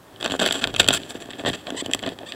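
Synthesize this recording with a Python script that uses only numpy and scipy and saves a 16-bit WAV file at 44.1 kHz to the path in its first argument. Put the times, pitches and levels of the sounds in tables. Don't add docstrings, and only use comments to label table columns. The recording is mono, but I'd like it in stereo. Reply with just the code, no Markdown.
import sys
import numpy as np
from scipy import signal
from scipy.fft import rfft, irfft
from scipy.io import wavfile
from scipy.ndimage import uniform_filter1d

SR = 44100
rng = np.random.default_rng(int(sys.argv[2]) if len(sys.argv) > 2 else 0)


def master(y):
    cut = np.clip(np.atleast_2d(y).T, -1, 1)
    pcm = np.round(cut * 32767)
    wavfile.write(sys.argv[1], SR, pcm.astype(np.int16))


N = 103635
EDGE_HZ = 15900
SNAP_S = .004


def amp(db):
    return 10 ** (np.asarray(db) / 20)


def evened(x):
    return x / np.sqrt(np.mean(x ** 2) + 1e-20)


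def read(points, hz):
    f, value = np.transpose(points)
    return np.interp(np.log(hz + 1), np.log(f + 1), value)


def add(mix, s, sound):
    part = mix[max(round(s * SR), 0):][:len(sound)]
    part += sound[:len(part)]


# time in seconds, relative level in dB, extra bass in dB, extra treble in dB.
SNAPS = [(0.1609, -40, 6, -9), (0.2101, -32.5, 5, 2.5), (0.2272, -19.5, 3, -10), (0.244, -26.5, 1, 4),
         (0.2453, -28.5, 6, -13), (0.2508, -23, 8.5, -1), (0.26, -19, 9.5, -2.5), (0.2773, -31, 12, 3.5),
         (0.2987, -27, 9.5, -16), (0.309, -25, 1, -22), (0.32, -23.5, 8.5, 2.5), (0.394, -25.5, 15.5, 0),
         (0.3991, -19.5, -4, -0.5), (0.4147, -24, 16.5, 2), (0.4193, -24.5, 15, 6),
         (0.4245, -20.5, -11, 2.5), (0.4304, -23, 4, 4), (0.4398, -22, 8, -9), (0.4616, -19.5, -1, 8.5),
         (0.476, -21, -7, 5), (0.4876, -20.5, 3, -9), (0.5091, -14.5, -0.5, -11), (0.5239, -19.5, -18, 7),
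         (0.5266, -26, 4, 13), (0.5985, -37, -10, -9), (0.6398, -17.5, 0.5, -10), (0.641, -14.5, -8, -3.5),
         (0.6731, -25, 9, 3), (0.7408, -29, 7.5, 1), (0.7473, -26, -2, -17), (0.7619, -23, 3.5, 1),
         (0.7638, -20, -17, -1.5), (0.7966, -14.5, 5.5, 9), (0.7991, -13.5, -16, 4.5),
         (0.7983, -7.5, -5.5, -9), (0.8021, -11, 1.5, -15), (0.8043, -14.5, -5.5, 4),
         (0.8078, -25.5, 10, 6), (0.831, -27.5, -2, -2), (0.8436, -23, 2.5, -6), (0.8638, -30.5, 4, -9),
         (0.8774, -20.5, -1, 5.5), (0.8856, -12.5, -2.5, 3), (0.8871, -8.5, 2.5, 4.5),
         (0.8879, -15.5, 2.5, -3), (0.9059, -15, 8, -10), (0.973, -24.5, -41, -6), (1.0337, -31, -11, -15),
         (1.1059, -33, 1, 9), (1.1559, -35, 3, -9), (1.2227, -37, 7, 6), (1.2579, -44, 11, 7),
         (1.3053, -32, -9, -2.5), (1.311, -34, 2, -1), (1.3334, -33, 0, -36), (1.3953, -29.5, -1, -33),
         (1.4494, -29, 16.5, -22), (1.4617, -24, 13, -3), (1.4715, -30.5, 6, 3), (1.4893, -35.5, -4, 16),
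         (1.4992, -25.5, 5, -2), (1.538, -31, -2, -9), (1.6692, -26.5, 0, -10), (1.7039, -28, 9, 3.5),
         (1.861, -27.5, 11.5, 5.5), (1.9132, -32, 8, 2), (1.9346, -12, -63, 2.5), (1.9474, -24, 10, 13.5),
         (1.9918, -31.5, -30, 1.5), (2.0273, -34.5, 13.5, 5.5), (2.0362, -28, 12, -12),
         (2.0633, -26, 10, -4), (2.0746, -35, 18, 2), (2.09, -30.5, -4, 0), (2.188, -34.5, 4, -4),
         (2.3214, -24.5, -19, -7)]
AFTERSLIP_S, AFTERSLIP_DB = .0016, -15.5
CATCH_S = .00014


def snaps(count=4):
    out = np.zeros(N)
    chances = rng.random((len(SNAPS), count, 2))
    for (s, db, bass_db, treble_db), chance in zip(SNAPS, chances):
        push = np.zeros(round(SR * SNAP_S))
        push[0] = 1
        for when, size in chance:
            slip = amp([AFTERSLIP_DB]) * (2 * size - 1) * 2
            add(push, when * AFTERSLIP_S, slip)
            add(push, when * AFTERSLIP_S + CATCH_S, -slip)
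        sound = np.convolve(push, tick(s, bass_db, treble_db, top_db=-1))
        add(out, s, sound * amp(db) / np.linalg.norm(push))
    return out * np.sqrt(SNAP_S * SR)


# start in seconds, length before the release is added in seconds,
# relative level in dB, extra bass in dB, extra treble in dB.
SCRAPES = [(0.198, 0.067, -42.5, 10.5, 2), (0.235, 0.053, -37.5, 11, -7), (0.295, 0.068, -35.5, 9, 4),
           (0.39, 0.058, -27.5, 11.5, -1.5), (0.45, 0.031, -23, 2, -0.5), (0.486, 0.069, -35.5, 6, 3.5),
           (0.539, 0.06, -33, 6.5, 4), (0.611, 0.036, -28, 8, -1), (0.664, 0.04, -39, 9, -7),
           (0.779, 0.012, -31, 6, 2), (0.793, 0.022, -21.5, 3, -2), (0.823, 0.03, -32.5, 2.5, -1),
           (0.88, 0.042, -27.5, 4, -3.5), (0.925, 0.023, -21.5, 1, 10.5), (0.951, 0.022, -26.5, -2, 7.5),
           (0.99, 0.12, -49.5, -2, 7), (1.088, 0.033, -41.5, 6.5, 10), (1.141, 0.031, -45, 14, 5.5),
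           (1.198, 0.033, -43.5, 8.5, 6), (1.293, 0.054, -46, 6, -10), (1.381, 0.034, -41, 14.5, 0),
           (1.456, 0.039, -24.5, 7, -6.5), (1.497, 0.026, -41, 5, 4.5), (1.528, 0.026, -31, 3, -2),
           (1.563, 0.057, -46.5, -1, 0), (1.663, 0.03, -40.5, 16.5, -1), (1.725, 0.052, -49.5, 19, -13),
           (1.841, 0.021, -42.5, 12, 1), (1.905, 0.071, -46, 10, 0), (2.02, 0.029, -38.5, 12.5, -8),
           (2.057, 0.024, -34, 13.5, -13), (2.092, 0.042, -45.5, 11.5, -0.5),
           (2.195, 0.053, -53.5, 25, -12), (2.322, 0.032, -45, 12, -5)]
SCRAPE_DB, SCRAPE_SAG_DB = -0.5, -1
SCRAPE_ATTACK_S, SCRAPE_RELEASE_S = 0.0038, 0.0082


def scrapes(count=4):
    out = np.zeros(N)
    trains = [slips(2 * N) for claw in range(count)]
    for s, length, db, bass_db, treble_db in SCRAPES:
        t = np.arange(0, length + SCRAPE_RELEASE_S, 1 / SR)
        rise, fall = t / SCRAPE_ATTACK_S, (t[-1] - t) / SCRAPE_RELEASE_S
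        stroke = np.clip(np.minimum(rise, fall), 0, 1)
        level = amp(db + SCRAPE_SAG_DB * (t / length - .5))
        for train in trains:
            drive = evened(train[round(s * SR):][:len(t)]) * stroke * level
            add(out, s, signal.fftconvolve(drive, tick(s, bass_db, treble_db, top_db=0)))
    return out * amp(SCRAPE_DB) / np.sqrt(count)


GRAINS_PER_S, GRAIN_SPREAD_DB = 990, 3.5


def slips(count):
    size = amp(GRAIN_SPREAD_DB * np.minimum(rng.exponential(1, count), 4))
    sign = rng.choice([-1, 1], count)
    happens = rng.random(count) < GRAINS_PER_S / SR
    return evened(size * sign * happens)


LOW_HZ, BASS_HZ, MID_HZ, RING_LO_HZ, RING_HI_HZ, TREBLE_HZ, TOP_HZ = 232, 652, 1110, 2050, 3900, 7400, 10200
LOW_DB = -3
MID_DB, MID_SHARE = -1, 0.53


def tick(s, bass_db, treble_db, top_db):
    tone = [(LOW_HZ, bass_db + LOW_DB), (BASS_HZ, bass_db), (MID_HZ, MID_DB + MID_SHARE * bass_db),
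            (RING_LO_HZ, 0), (RING_HI_HZ, 0), (TREBLE_HZ, treble_db), (TOP_HZ, treble_db + top_db)]
    return contact(s, tone, 2300, 5000, grip=1)


# frequency in Hz, relative level in dB.
STEM = [(25, -29), (45, -29), (70, -20), (100, -17.5), (145, -10.5), (200, -6.5), (260, 0), (380, -4.5),
        (500, -7), (670, -3), (820, -10), (1000, -16), (1200, -11.5), (1750, -11), (2120, -8), (2350, -9),
        (2560, -2.5), (2820, -3.5), (3230, 3), (3500, 0.5), (4000, -12), (4900, -12), (5400, -24),
        (5850, -17), (6650, -24.5), (7250, -13), (7620, -6.5), (8050, -15.5), (8800, -23), (10700, -27),
        (12200, -35), (14500, -35.5), (16000, -50)]
# time in seconds, frequency in Hz.
CLIMB = [(.2, 1620), (.5, 1450), (.9, 1440), (1.3, 1860), (2.3, 1840)]
CLIMB_DB, CLIMB_WIDTH = 6.5, 0.092
GRIP_SPREAD, GRIP_PATCH_DB = 0.018, 2.5
TRAVEL_S = 0.000982


def contact(s, tone, lo_hz, hi_hz, grip=0, size=2048):
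    signed = np.fft.fftfreq(size, 1 / SR)
    hz = abs(signed)
    chance = grip * rng.standard_normal(25)
    places = np.linspace(0, np.sqrt(EDGE_HZ), len(chance) - 1)
    patches = np.interp(np.sqrt(hz), places, chance[1:])
    climb_hz = np.interp(s, *np.transpose(CLIMB))
    moving = np.exp(-.5 * ((hz / climb_hz - 1) / CLIMB_WIDTH) ** 2)
    stem_db = read(STEM, hz * np.exp(GRIP_SPREAD * chance[0]))
    gain = amp(stem_db + read(tone, hz) + GRIP_PATCH_DB * patches + CLIMB_DB * moving)
    gain = gain / np.sqrt(np.mean(gain ** 2 * (hz > lo_hz) * (hz < hi_hz)))
    prompt = np.conj(signal.hilbert(np.log(gain)))
    turns = 2 * TRAVEL_S * np.sign(signed) * np.sqrt(1000 * hz)
    return np.fft.ifft(np.exp(prompt - 2j * np.pi * turns)).real[:size // 2]


# time in seconds, relative level in dB, upper pitch in Hz.
KNOCKS = [(.254, -24.5, 1060), (.339, -17.5, 775), (0.35, -18, 820), (0.4208, -18.5, 557), (.445, -23, 764),
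          (.4675, -17.5, 620), (0.553, -27.5, 970), (.652, -21, 760), (1.151, -23.5, 560),
          (1.288, -27.5, 464), (1.399, -31, 706), (1.437, -22, 630), (1.477, -19, 593), (1.5, -20.5, 563),
          (1.7213, -20.5, 547), (1.745, -23, 614), (1.822, -20.5, 493), (1.883, -25, 450),
          (1.892, -22, 497), (1.8985, -25, 544), (2.12, -27.5, 710), (2.232, -27, 635)]
# multiple of its pitch, relative level in dB.
KNOCK_TONE = [(.06, -6), (.25, -9), (.55, 3.5), (1, 0), (1.8, -11), (4.5, -25), (14, -39)]
KNOCK_DB = -2.5


def knocks():
    out = np.zeros(N)
    for s, db, hz in KNOCKS:
        tone = [(multiple * hz, level) for multiple, level in KNOCK_TONE]
        add(out, s, amp(db) * contact(s, tone, 120, 1000, grip=1))
    return out * amp(KNOCK_DB) * np.sqrt(SNAP_S * SR)


# time in seconds, slips per second in Hz, level in dB.
SQUEAKS = [
    [(1.763, 1030, -38), (1.772, 1028, -30), (1.778, 883, -28.5), (1.784, 1061, -29.5), (1.803, 1007, -27),
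     (1.811, 1160, -25), (1.818, 1180, -39)],
    [(2.256, 770, -54), (2.265, 858, -40), (2.276, 940, -38.5), (2.281, 1185, -45), (2.289, 1160, -33.5),
     (2.306, 1263, -38), (2.316, 1090, -50)],
]
# extra treble in dB, pitch jitter as a share of the pitch.
SQUEAK_TONES = [(5, 0.069), (-1.5, 0.037)]
# frequency in Hz, relative level in dB.
SQUEAK_TONE = [(300, -23), (1000, 0.5), (1400, -6), (2100, 2.5), (2600, -1.5), (3300, 1.5), (4800, 1.5),
               (7000, -0.5), (8200, 7), (10500, -4), (15000, 1)]
SQUEAK_GRIT = .25


def squeaks():
    out = np.zeros(N)
    noises = rng.standard_normal((len(SQUEAKS), N))
    for curve, (treble_db, jitter), noise in zip(SQUEAKS, SQUEAK_TONES, noises):
        s, hz, db = np.transpose(curve)
        t = np.arange(s[0], s[-1], 1 / SR)
        wobble = evened(uniform_filter1d(noise[:len(t)], size=30))
        rate = np.interp(t, s, hz) * (1 + jitter * wobble)
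        turns = np.cumsum(rate) / SR
        pulses = evened(sum(np.cos(2 * np.pi * k * turns) for k in range(1, 14)))
        train = pulses + SQUEAK_GRIT * noise[-len(t):]
        tone = [(f, level + treble_db * np.exp(-np.log2(f / TREBLE_HZ) ** 2 * 10))
                for f, level in SQUEAK_TONE]
        sound = signal.fftconvolve(train, contact(s[0], tone, 2300, 5000))[:len(t)]
        add(out, s[0], evened(sound) * amp(np.interp(t, s, db)))
    return out


# time in seconds, relative level in dB.
SHUFFLE = [(0, -66.5), (.13, -59), (.2, -55.5), (.38, -47), (.6, -44), (.73, -46), (.99, -44),
           (1.07, -49.5), (1.269, -51), (1.44, -48.5), (1.63, -54), (1.8, -47.5), (1.9, -50), (2.0, -49),
           (2.16, -58), (2.23, -55.5), (2.35, -49.5)]
# frequency in Hz, relative level in dB.
SHUFFLE_TONE = [(100, 9.5), (200, 10), (380, 17.5), (700, 10.5), (1100, -3), (1900, 4), (3200, -0.5),
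                (7500, 0.5), (14000, 5)]


def shuffle():
    level = amp(np.interp(np.arange(N) / SR, *np.transpose(SHUFFLE)))
    step = contact(N / SR / 2, SHUFFLE_TONE, 2300, 5000)
    return signal.fftconvolve(slips(N) * level, step)[:N]


# frequency in Hz, time to fall by 60 dB in seconds, relative level in dB.
RING = [(60, .3, 6.5), (110, 0.26, -9.5), (276, 0.083, -8.5), (660, 0.023, -13.5), (1470, 0.017, 3),
        (3560, 0.03, -15), (8300, 0.017, -16), (16000, 0.019, 9)]


def ringing(x):
    hz, t, z = signal.stft(rng.standard_normal(SR // 2), SR, nperseg=256)
    ring = np.array(RING)
    t60 = read(ring[:, :2], hz)[:, None]
    db = read(ring[:, ::2], hz)[:, None]
    z = z * amp(db - 60 * t / t60) * np.sqrt(2 * np.log(1000) / (t60 * SR))
    return signal.fftconvolve(x, signal.istft(z, SR)[1])[:N]


# time in seconds, level in dB.
SWAY = [(0, -65), (.1, -62), (.15, -53), (.26, -60), (.32, -39), (.4, -61), (.6, -51), (.68, -35),
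        (.76, -46), (.82, -34.5), (.97, -44.5), (1.05, -55), (1.35, -54.5), (1.44, -53), (1.5, -33),
        (1.57, -64), (1.93, -47.5), (2.35, -63.5)]
# frequency in Hz, relative level in dB.
SWAY_TONE = [(15, -34), (32, -7), (46, -7.5), (70, -6.5), (100, 3.5), (135, -0.5), (220, -54), (600, -64),
             (2000, -90)]


def sway():
    return rush(SWAY_TONE) * amp(np.interp(np.arange(N) / SR, *np.transpose(SWAY)))


def rush(tone):
    spectrum = rfft(rng.standard_normal(N))
    return evened(irfft(spectrum * amp(read(tone, np.fft.rfftfreq(N, 1 / SR))), N))


# frequency in Hz, relative level in dB per Hz.
FLOOR = [(30, -22), (90, -7), (190, -1.5), (400, -8), (750, -4.5), (1400, -10.5), (2500, -21), (7000, -26),
         (15500, -29)]
FLOOR_DB = -49.5


def background():
    return amp(FLOOR_DB) * rush(FLOOR)


BALANCE_DB, SIDE_DB = 1.14, -72


def scene():
    contacts = snaps() + scrapes() + knocks() + squeaks() + shuffle()
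    stem = contacts + ringing(contacts) + sway() + background()
    balance = amp([[BALANCE_DB / 2], [-BALANCE_DB / 2]])
    return stem * balance + amp(SIDE_DB) * rng.standard_normal((2, N))


OVERLOAD = 0.93


def record(dry):
    clipped = np.clip(dry, -OVERLOAD, OVERLOAD)
    lowpass = signal.firwin(255, EDGE_HZ, window=("kaiser", 8), fs=SR)
    return signal.oaconvolve(clipped, lowpass[None], "same")


dry = scene()
out = record(dry)
master(out)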